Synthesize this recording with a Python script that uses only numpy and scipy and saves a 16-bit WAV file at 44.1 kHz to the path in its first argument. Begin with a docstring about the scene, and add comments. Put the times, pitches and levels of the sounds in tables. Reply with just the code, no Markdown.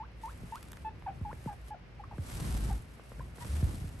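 """Short, nearly pure guinea pig clucks, some ending in an upward flick, close by in a quiet room.
Each call settles on a pitch, then bends, fades and roughens as the effort ends. The animal walks over
a cloth-covered cushion: paws thump, claws tick on threads, fur brushes the cloth. The cushion rumbles
under the shifting weight, and the cloth judders twice in stick and slip."""
import sys
import numpy as np
from scipy import signal
from scipy.fft import rfft, irfft
from scipy.io import wavfile

SR = 44100
rng = np.random.default_rng(int(sys.argv[2]) if len(sys.argv) > 2 else 0)


def digitize_waveform(pressure):
    """Quantize a signal to 16-bit integers and store it at the path in sys.argv[1].

    Rows of a 2-D input are taken as channels; values are limited to [-1, 1].
    """
    field = np.atleast_2d(pressure).T
    bounded = np.clip(field, -1, 1)
    quanta = np.round(bounded * 32767).astype(np.int16)
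    wavfile.write(sys.argv[1], SR, quanta)


N = 176400
TIME = np.arange(N) / SR
TAP_BAND_HZ = (400, 1750)

# Left-right likeness of cloth and cushion noise: freq_hz, correlation
CLOTH_CORRELATION = [(60, 0.96), (300, 0.78), (800, 0.067), (2000, 0.05), (4000, 0.31), (9500, 1)]


def from_db(db):
    """Decibels to gain."""
    return 10 ** (np.asarray(db) / 20)


def unit_rms(x):
    """Scale to rms 1."""
    return x / np.sqrt(np.mean(x ** 2) + 1e-20)


def gain_curve(points):
    """Gain per sample from (time_s, level_db) points."""
    return from_db(np.interp(TIME, *np.transpose(points)))


def per_bin(points):
    """(freq_hz, value) points read at every FFT bin, on a log axis."""
    hz, value = np.transpose(points)
    return np.interp(np.log(np.arange(N // 2 + 1) * SR / N + 1e-9), np.log(hz), value)


def drift(cutoff_hz, size):
    """Low-passed noise, rms about 1."""
    pole = np.exp(-2 * np.pi * cutoff_hz / SR)
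    noise = rng.standard_normal(size + SR // 2)
    return unit_rms(signal.lfilter([1], [1, -2 * pole, pole * pole], noise))[-size:]


def add(out, start_s, sound):
    """Mix a sound in at start_s."""
    i = max(int(start_s * SR), 0)
    out[i:i + len(sound)] += sound[:N - i]


def shaped_stereo(pair, spectrum, correlation):
    """Two independent signals to stereo of given spectrum and correlation; rms 1."""
    mid, side = rfft(pair) * from_db(per_bin(spectrum))
    alike = np.clip(per_bin(correlation), -1, 1)
    return unit_rms(irfft(np.sqrt(1 + alike) * mid + np.sqrt(1 - alike) * side * [[1], [-1]], N))


def dull_tap(decay_s, order):
    """Brief contact: a decaying burst of band noise; peak 1."""
    t = TIME[:SR // 20]
    band = signal.butter(order, TAP_BAND_HZ, "band", fs=SR, output="sos")
    burst = signal.sosfilt(band, rng.standard_normal(len(t)) * np.exp(-t / decay_s))
    return burst / np.abs(burst).max()


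def room_drone(level_db=-49.5):
    """Steady low noise of the room, strongest near 55 Hz."""
    # Drone spectrum: freq_hz, relative_db
    spectrum = [(20, -28), (38, -34), (55, 9), (75, -7.5), (115, -3.5), (170, -12.5), (300, -18),
                (550, -20.5), (1000, -26), (2200, -26.5), (2800, -30), (3400, -36), (5500, -40),
                (8000, -57.5), (13000, -101.5)]
    # Left-right likeness: freq_hz, correlation
    correlation = [(60, 1), (300, 0.57), (2000, 0.094)]
    return from_db(level_db) * shaped_stereo(rng.standard_normal((2, N)), spectrum, correlation)


def room_echo(x, t60_s=0.19, gain_db=-17.5, cutoff_hz=4060, predelay_s=0.004):
    """Short, dull tail, different on each side."""
    t = TIME[:SR // 2]
    tail = rng.standard_normal((2, len(t))) * from_db(-60 * t / t60_s) * (t > predelay_s)
    tail = signal.sosfilt(signal.butter(2, cutoff_hz, fs=SR, output="sos"), tail)
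    impulse = unit_rms(tail) / np.sqrt(len(t))
    return from_db(gain_db) * signal.fftconvolve(x[None], impulse, axes=1)[:, :N]


def cushion_rumble():
    """Low noise of the cushion under shifting weight."""
    # Rumble envelope: time_s, level_db
    envelope = [(0, -76), (.3, -54), (.43, -43.5), (.5, -55), (1.0, -50), (1.2, -46), (1.38, -51.5),
                (1.7, -70.5), (2.15, -49.5), (2.3, -43), (2.45, -34.5), (2.73, -38), (2.83, -51),
                (3.05, -69), (3.2, -43.5), (3.36, -54.5), (3.46, -43.5), (3.68, -36.5), (3.78, -42.5),
                (4, -47)]
    # Rumble spectrum: freq_hz, relative_db
    spectrum = [(20, -25), (45, -2), (70, 1), (130, -5), (220, -13), (350, -20), (600, -29.5), (1500, -35),
                (4000, -77)]
    return gain_curve(envelope) * shaped_stereo(rng.standard_normal((2, N)), spectrum, CLOTH_CORRELATION)


def cloth_judder(waver_depth=0.053, waver_hz=12):
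    """Nearly regular stick and slip as the animal slides: a low, wavering tone."""
    # Slides: start_s, length_s, peak_db, start_hz, end_hz
    slides = [(2.53, 0.27, -29.5, 58.3, 51.2), (3.487, .14, -27, 63.3, 80)]
    out = np.zeros(N)
    for start_s, length_s, peak_db, start_hz, end_hz in slides:
        progress = TIME[:int(length_s * SR)] / length_s
        waver = 1 + waver_depth * drift(waver_hz, SR)[:len(progress)]
        pitch_hz = (start_hz + (end_hz - start_hz) * progress) * waver
        envelope = from_db(peak_db) * np.sqrt(np.sin(np.pi * progress))
        add(out, start_s, envelope * np.sin(2 * np.pi * np.cumsum(pitch_hz) / SR))
    return out


def fur_brushing(gain_db=3.5, flicker_db=1.43, flicker_hz=39):
    """Smooth hiss of fur on cloth, with the grain of single fibres slipping."""
    # Brushing envelope: time_s, relative_db
    envelope = [(0, -87), (.14, -83.5), (.24, -61.5), (.37, -66.5), (.54, -61), (.67, -68), (.82, -66.5),
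                (.9, -80.5), (1.22, -73), (1.46, -61.5), (1.61, -74), (1.69, -63), (1.74, -87),
                (2.1, -77.5), (2.27, -53), (2.45, -50.5), (2.72, -53.3), (2.86, -70.5), (3.14, -65),
                (3.33, -70.5), (3.41, -55.5), (3.56, -52), (3.69, -55.5), (3.78, -58), (4, -64)]
    # Friction spectrum: freq_hz, relative_db
    spectrum = [(300, 11.5), (700, 10.5), (1400, 8), (2500, 4.5), (4500, 2), (7000, 0.5), (9000, 5),
                (11400, 7), (12400, -10), (13000, -23)]
    slips_per_s, spread_db, grain_gain = 3300, 7, 0.6
    slips = rng.random((2, N)) < slips_per_s / SR
    sizes = from_db(spread_db * np.minimum(rng.exponential(1, (2, N)), 5)) * rng.choice([-1, 1], (2, N))
    friction = rng.standard_normal((2, N)) + grain_gain * unit_rms(slips * sizes)
    pressure = from_db(gain_db + flicker_db * drift(flicker_hz, N))
    return gain_curve(envelope) * pressure * shaped_stereo(friction, spectrum, CLOTH_CORRELATION)


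def claw_ticks(band_hz=(2800, 12400), ring_hz=10900):
    """A claw drags over threads: a tiny bright scratch, with a duller snap as it lets go."""
    # Ticks: peak_s, rise_and_decay_s, scratch_db, snap_db
    ticks = [(.258, 0.0013, -43, -62), (.557, 0.0009, -39, -45), (0.629, 0.0019, -40.5, -43.5),
             (0.7191, 0.0014, -39, -46), (.732, 0.00059, -42, -39.5), (.771, .0012, -48, -43),
             (1.023, 0.0014, -74, -44)]
    out, t = np.zeros(N), TIME[:SR // 25]
    middle_s = t.mean()
    band = signal.butter(2, band_hz, "band", fs=SR, output="sos")
    for peak_s, width_s, scratch_db, snap_db in ticks:
        envelope = np.exp(-np.abs(t - middle_s) / width_s)
        scratch = signal.sosfilt(band, rng.standard_normal(len(t)) * envelope)
        scratch += signal.lfilter(*signal.iirpeak(ring_hz, Q=7, fs=SR), scratch)
        add(out, peak_s - middle_s, from_db(scratch_db) * scratch / np.abs(scratch).max())
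        add(out, peak_s, from_db(snap_db) * dull_tap(width_s, order=2))
    return out


def paw_steps():
    """A paw taps the taut cloth, which rings; a wave swells and dies in the cushion, treble first."""
    # Steps: start_s, thump_db, rise_s, pitch_ratio, tap_db
    steps = [(.432, -42, 0.0077, 1.24, -70), (1.212, -29.5, 0.011, 0.81, -57),
             (1.329, -43, 0.014, 1.05, -39.5), (1.459, -31.5, 0.0077, 1.24, -44.5),
             (2.182, -30, 0.016, 1.08, -42), (2.548, -27.5, 0.0079, 0.55, -40.5),
             (2.996, -67, 0.0071, 1.1, -45), (3.118, -50, 0.0044, 1.27, -43.5),
             (3.195, -46.5, 0.014, 1.02, -42), (3.383, -46, 0.0059, 1.03, -44.5),
             (3.449, -46, .005, 1.3, -44.5), (3.627, -18, 0.012, 0.78, -45),
             (3.738, -35.5, 0.0087, 1.21, -69), (3.816, -30.5, .008, 0.61, -69),
             (3.841, -33.5, 0.01, 0.91, -67)]
    base_hz, sweep_hz, sweep_s, swell_power = 45, 865, 0.00112, 1.34
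    ring_hz, ring_decay_s, ring_over_tap_db = 523, 0.0027, 4
    out, t = np.zeros(N), TIME[:SR // 4]
    phase = 2 * np.pi * np.cumsum(base_hz + sweep_hz / (1 + t / sweep_s)) / SR
    ring = from_db(ring_over_tap_db) * np.sin(2 * np.pi * ring_hz * t) * np.exp(-t / ring_decay_s)
    for start_s, thump_db, rise_s, pitch_ratio, tap_db in steps:
        swell = (t / rise_s * np.exp(1 - t / rise_s)) ** swell_power
        add(out, start_s, from_db(thump_db) * swell * np.sin(pitch_ratio * phase))
        add(out, start_s, from_db(tap_db) * ring)
        add(out, start_s, from_db(tap_db) * dull_tap(decay_s=0.0016, order=4))
    return out


def clucks(gain_db=-3):
    """Each call settles, holds or sags into a grunt, then bends, fades and roughens as effort ends."""
    # Calls: start_s, length_s, relative_db, onset_hz, held_hz, end_hz, sag_hz,
    # bend_power (higher is later), fade_db, harmonic2_db, harmonic3_db, roughness
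    calls = [(0, 0.059, -38, 863, 864, 1560, -0.5, 1.85, 22.5, -29, -44, 0.1),
             (.234, 0.079, -36.5, 909, 888, 1670, 0, 2.34, 23, -26.5, -33, 0.027),
             (.521, 0.064, -35, 908, 875, 1565, -2, 1.6, 21.5, -22.5, -27, 0.055),
             (.846, 0.05, -36, 883, 872, 900, 0, 9.8, 18, -21.5, -22.5, .03),
             (1.061, 0.047, -35, 1000, 797, 734, 74, 4.8, 8, -22.5, -27.5, 0.21),
             (1.248, 0.075, -37.5, 948, 816, 1416, 0, 4.9, 13.5, -31, -36, 0.065),
             (1.473, 0.068, -38, 1014, 829, 783, 7, 2.6, 7, -23, -36, 0.12),
             (1.705, 0.048, -39, 828, 853, 670, -0.5, 3, 5, -20, -42, .04),
             (1.994, 0.021, -42, 830, 832, 760, -0.5, 4.4, 6, -29, -40, 0.055),
             (2.035, 0.01, -39.5, 1007, 1130, 1310, 0.5, 1.6, 7.5, -28, -40, .09),
             (2.109, 0.04, -47.5, 913, 800, 820, 70, 2.5, 7, -24, -40, 0.63),
             (2.696, 0.037, -40.5, 955, 843, 750, 115, 4.6, 10, -21, -32, 0.14),
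             (3.203, 0.011, -39, 966, 1030, 1100, -2.5, 2.3, 12, -32, -40, 0.17),
             (3.407, 0.035, -49, 930, 944, 974, -3, 2.2, -3.5, -10, -30, 0.34)]
    attack_s, release_s, settle_s = 0.0045, 0.0013, 0.0079
    sag_position, sag_width_s, subharmonic_db = 0.422, 0.0066, -17.5
    jitter, shimmer, flutter_hz, end_roughness = 0.083, 0.83, 127, 0.36
    rasp_db, rasp_band_hz = -17, (1130, 1790)
    overtone_hold = 0.71  # share of the fade that overtones are spared
    throat = signal.butter(2, rasp_band_hz, "band", fs=SR, output="sos")
    out = np.zeros(N)
    for (start_s, length_s, relative_db, onset_hz, held_hz, end_hz, sag_hz,
         bend_power, fade_db, harmonic2_db, harmonic3_db, roughness) in calls:
        t = TIME[:int(length_s * SR)]
        ending = (t / length_s) ** bend_power
        unsteady = roughness + end_roughness * ending
        pitch_waver = 1 + jitter * unsteady * drift(flutter_hz, SR // 8)[:len(t)]
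        level_waver = 1 + shimmer * unsteady * drift(flutter_hz, SR // 8)[:len(t)]

        settle_hz = (onset_hz - held_hz) * np.exp(-t / settle_s)
        bend_hz = (end_hz - held_hz) * np.sin(np.pi / 2 * ending) ** 2
        sag = np.exp(-((t - sag_position * length_s) / sag_width_s) ** 2) * (sag_hz > 0)
        pitch_hz = (held_hz + settle_hz + bend_hz - sag_hz * sag) * pitch_waver
        phase = 2 * np.pi * np.cumsum(pitch_hz) / SR

        harmonics_db = {2: harmonic2_db, 3: harmonic3_db, 4: harmonic3_db - 10}
        overtones = sum(from_db(db) * np.sin(k * phase) for k, db in harmonics_db.items())
        tone = np.sin(phase) + from_db(overtone_hold * fade_db * ending) * overtones
        tone += from_db(subharmonic_db) * sag * np.sin(1.5 * phase)  # period doubling in a grunt
        air = unit_rms(signal.sosfilt(throat, rng.standard_normal(len(t))))
        tone += from_db(rasp_db) * unsteady * air * (1 + np.sin(phase))

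        gate = np.minimum(t / attack_s, 1) * np.minimum((length_s - t) / release_s, 1)
        amplitude = np.sqrt(2) * from_db(gain_db + relative_db - fade_db * ending)
        add(out, start_s, amplitude * gate * level_waver * tone)
    return out


def scene(pan_db=0.5, right_lag_s=0.00007):
    """Animal and cloth over the room drone; the voice reaches the left microphone first."""
    voice = clucks()
    contacts = paw_steps() + claw_ticks()
    voice_right = np.interp(TIME - right_lag_s, TIME, voice)
    direct = np.array([voice, voice_right]) * from_db([[pan_db], [-pan_db]]) + contacts
    echo = room_echo(voice + contacts)
    return direct + echo + fur_brushing() + cloth_judder() + cushion_rumble() + room_drone()


def record(dry, port_hz=10155, port_width_hz=2060, cutoff_hz=12900):
    """A port resonance turns the phase of the left microphone; both sides are low-passed."""
    radius = np.exp(-np.pi * port_width_hz / SR)
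    poles = [1, -2 * radius * np.cos(2 * np.pi * port_hz / SR), radius * radius]
    left = signal.lfilter(poles[::-1], poles, dry[0])  # all-pass
    lowpass = signal.ellip(10, 0.1, 70, cutoff_hz, fs=SR, output="sos")
    return signal.sosfilt(lowpass, np.array([left, dry[1]]))


dry = scene()
out = record(dry)
digitize_waveform(out)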